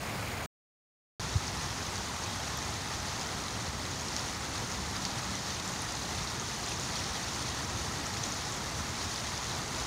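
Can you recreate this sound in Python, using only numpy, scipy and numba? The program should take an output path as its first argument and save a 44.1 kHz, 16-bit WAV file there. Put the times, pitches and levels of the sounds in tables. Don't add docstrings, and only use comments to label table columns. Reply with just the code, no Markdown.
import sys
import numpy as np
from scipy import signal
from scipy.fft import rfft, irfft
from scipy.io import wavfile
from scipy.ndimage import uniform_filter1d
from numba import njit

SR = 44100
rng = np.random.default_rng(int(sys.argv[2]) if len(sys.argv) > 2 else 0)


def waveform_to_disk(signal):
    frames = np.transpose(np.atleast_2d(signal))
    scaled = np.clip(frames, -1, 1) * 32767
    samples = np.round(scaled).astype(np.int16)
    wavfile.write(sys.argv[1], SR, samples)


N = 434826

# (frequency [Hz], level [dB])
SPRAY_SPECTRUM = [(1500, -2.5), (2900, -4.5), (3600, 0), (4400, 1), (5000, -0.5), (5500, 1), (6600, 1.5),
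                  (7100, -3), (7800, -12.5), (9500, -9), (10400, -16.5), (11300, -34), (13000, -19),
                  (15700, -28)]


def undb(db):
    return 10 ** (np.asarray(db) / 20)


def level(x, db):
    return x * undb(db) / np.sqrt(np.mean(x ** 2))


def seconds():
    return np.arange(N) / SR


def walk(rate_hz):
    hold = max(int(SR / rate_hz), 1)
    steps = np.repeat(rng.standard_normal(N // 50)[:N // hold + 1], hold)
    return 1.22 * uniform_filter1d(uniform_filter1d(steps, hold), hold)[:N]


def swells(rows):
    return sum(db * np.exp(-((seconds() - at) / half) ** 2) for at, half, db in rows)


def colour(x, spectrum):
    hz, db = np.transpose(spectrum)
    bin_hz = np.maximum(np.arange(N // 2 + 1) * SR / N, 1)
    curve_db = np.interp(np.log(bin_hz), np.log(hz), db)
    return irfft(rfft(x) * undb(curve_db), N)


@njit
def ring(start, hz, tau, peak, rise):
    out = np.zeros(N)
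    for k in range(len(start)):
        first = int(start[k] * SR)
        life = tau[k] * SR
        turn = 2 * np.pi * hz[k] / SR
        phasor = peak[k] * np.e + 0j
        step = np.exp(1j * turn - 1 / life)
        glide = np.exp(1j * turn * rise / life)
        for i in range(min(int(8 * life), N - first)):
            out[first + i] += phasor.imag * i / life
            phasor *= step
            step *= glide
    return out


def bubbles(count, low_hz, high_hz, cycles, spread_db, rise):
    when, pitch, strength, damping = rng.random((count, 4)).T
    hz = low_hz * (high_hz / low_hz) ** pitch
    tau = cycles * 2 ** (2 * damping - 1) / hz
    accent_db = -spread_db * np.log(np.maximum(strength, 1 / 200))
    return level(ring(when * N / SR, hz, tau, hz * undb(accent_db), rise), 0)


def tail(x, t60_s):
    decay = np.exp(-2 * np.log(1000) / (t60_s * SR))
    power = signal.lfilter([1 - decay], [1, -decay], x ** 2)
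    return np.sqrt(power) * rng.standard_normal(N)


def jet():
    # (frequency [Hz], level [dB])
    spectrum = [(200, -12), (400, -5.5), (700, 0.5), (1300, -2), (1750, -4.5), (2250, -2), (3100, -10.5),
                (4700, -10), (5900, -14.5), (6900, -11), (7700, -16.5), (9500, -16.5), (11000, -22.5),
                (15700, -22)]
    froth = bubbles(count=60000, low_hz=246, high_hz=15540, cycles=1.9, spread_db=0, rise=0.018)
    splash = colour(froth + undb(3) * tail(froth, t60_s=0.15), spectrum)
    return level(splash, db=-39)


def town():
    # (frequency [Hz], level [dB])
    spectrum = [(20, -28.5), (32, -24.5), (45, -11.5), (58, 0), (98, 1), (135, -1.5), (175, -4),
                (240, -6.5), (320, -9), (450, -12.5), (700, -20), (2000, -44.5), (12000, -76.5)]
    # (time [s], half length [s], gain [dB])
    passes = [(4.2, 0.34, 1.3), (7.85, .4, 2), (9.7, 0.25, 1)]
    rumble = colour(rng.standard_normal(N), spectrum)
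    wander_db = 0.71 * walk(11) + 0.14 * walk(2.5)
    return level(rumble * undb(wander_db), db=-41.5) * undb(swells(passes))


def wash():
    # (frequency [Hz], level [dB])
    spectrum = [(250, -11.5), (520, -7.5), (650, -3), (820, 1), (1000, 0), (1300, -1), (1570, -5),
                (1930, -3), (2250, -7.5), (2900, -10.5), (4200, -10), (6500, -10), (9000, -18.5),
                (15500, -32.5)]
    # (time [s], half length [s], gain [dB])
    sloshes = [(1.75, 0.1, 0.7), (3.95, 0.095, -2.2)]
    gurgle = bubbles(count=30000, low_hz=300.5, high_hz=15850, cycles=4.73, spread_db=2, rise=0.023)
    rush = colour(gurgle + undb(4.5) * tail(gurgle, t60_s=0.35), spectrum)
    return level(rush * undb(0.13 * walk(11)), db=-40) * undb(swells(sloshes))


def spatter():
    # (time [s], half length [s], gain [dB])
    surges = [(1.3, .25, 1), (4.18, 0.038, 2.5), (5.06, .04, 3), (6.75, 0.14, 1.5), (7.05, .09, 3),
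              (7.42, 0.1, 1.7), (8.27, .1, 1), (9.17, 0.045, 2), (9.45, .08, 1.4)]
    rise_db_per_s, wander_db = 0.1535, 0.2
    ticks = bubbles(count=42000, low_hz=2203, high_hz=15670, cycles=1.07, spread_db=2, rise=0.021)
    plinks = bubbles(count=2600, low_hz=2380, high_hz=10980, cycles=4.4, spread_db=1.56, rise=0.017)
    flurry_db = walk(35) + 0.7 * walk(160)
    drops = (ticks + 0.5 * plinks) * undb(flurry_db)
    spray = colour(drops + undb(-0.5) * tail(drops, t60_s=0.082), SPRAY_SPECTRUM)
    flow_db = rise_db_per_s * seconds() + wander_db * walk(3.9) + swells(surges)
    return level(spray, db=-43) * undb(flow_db)


def patter():
    drops = bubbles(count=70, low_hz=3800, high_hz=7000, cycles=1.1, spread_db=1, rise=0.015)
    return undb(-57) * drops


def bump():
    at_s, half_s, centre_hz, sag, peak_db = 1.363, 0.0095, 100, 0.3, -18
    offset = (seconds() - at_s) / half_s
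    hz = centre_hz * (1 - sag * np.tanh(offset))
    phase = 2 * np.pi * np.cumsum(hz) / SR
    phase -= np.interp(0, offset, phase)
    envelope = np.exp(1 - np.hypot(1, 1.65 * offset))
    return undb(peak_db) * envelope * np.cos(phase)


def drips():
    # (time [s], pitch [Hz], peak [dB], time constant [cycles]); 1 cycle ticks, 8 ping
    hits = [(1.480, 5200, -28, 2), (1.957, 6000, -25, 1.5), (2.573, 12700, -37, 8), (3.483, 3800, -26, 1.5),
            (4.165, 5500, -15, .8), (4.194, 4900, -26, 2), (4.559, 4700, -27, 1.5), (4.965, 4800, -27, 2.5),
            (5.051, 4600, -20, 2), (5.053, 5900, -20, 1), (5.354, 6000, -25, 2), (5.820, 9100, -28, 4),
            (6.398, 6300, -26, 3), (6.718, 2600, -31, 2.5), (6.798, 6500, -25, 2), (7.042, 5300, -22, 1),
            (8.171, 5300, -23, 1), (8.238, 6000, -19.5, 2.3), (8.322, 6100, -24, 2),
            (9.160, 4800, -22, 1.3), (9.378, 5800, -24, 1.5), (9.443, 5800, -25, 2)]
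    start, hz, db, cycles = np.array(hits, float).T.copy()
    drops = ring(start, hz, cycles / hz, undb(db), rise=0.0097)
    spray = colour(tail(drops, t60_s=0.07), SPRAY_SPECTRUM)
    return drops + undb(-1) * spray


def motor():
    start_s, end_s, fade_s = 4.03, 6.06, 0.6
    hum_hz, hum_db = 191.8, -50.5
    hz = hum_hz * (1 + 0.009 * walk(8))
    hum = np.sqrt(2) * np.sin(2 * np.pi * np.cumsum(hz) / SR)
    fade = np.clip(np.minimum(seconds() - start_s, end_s - seconds()) / fade_s, 0, 1)
    return hum * fade * undb(hum_db + 2 * walk(7.8))


def shot(start_s, end_s):
    return (seconds() >= start_s) & (seconds() < end_s)


def scene():
    rumble = town()
    pond = wash() + spatter() + patter() + bump() + drips() + motor()
    mono = shot(0, 0.4605) * (jet() + rumble) + shot(1.197, 9.9) * (pond + rumble)
    return np.array([mono, mono])


def record(dry):
    # (frequency [Hz], width [Hz], depth [0-1])
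    notches = [(8090, 130, .5), (10130, 220, 0.5)]
    top_hz = 15650
    for hz, width, depth in notches:
        band = signal.lfilter(*signal.iirpeak(hz, hz / width, fs=SR), dry)
        dry = dry - depth * band
    high_cut = signal.ellip(12, 0.1, 80, top_hz, fs=SR, output="sos")
    return signal.sosfilt(high_cut, dry)


dry = scene()
out = record(dry)
waveform_to_disk(out)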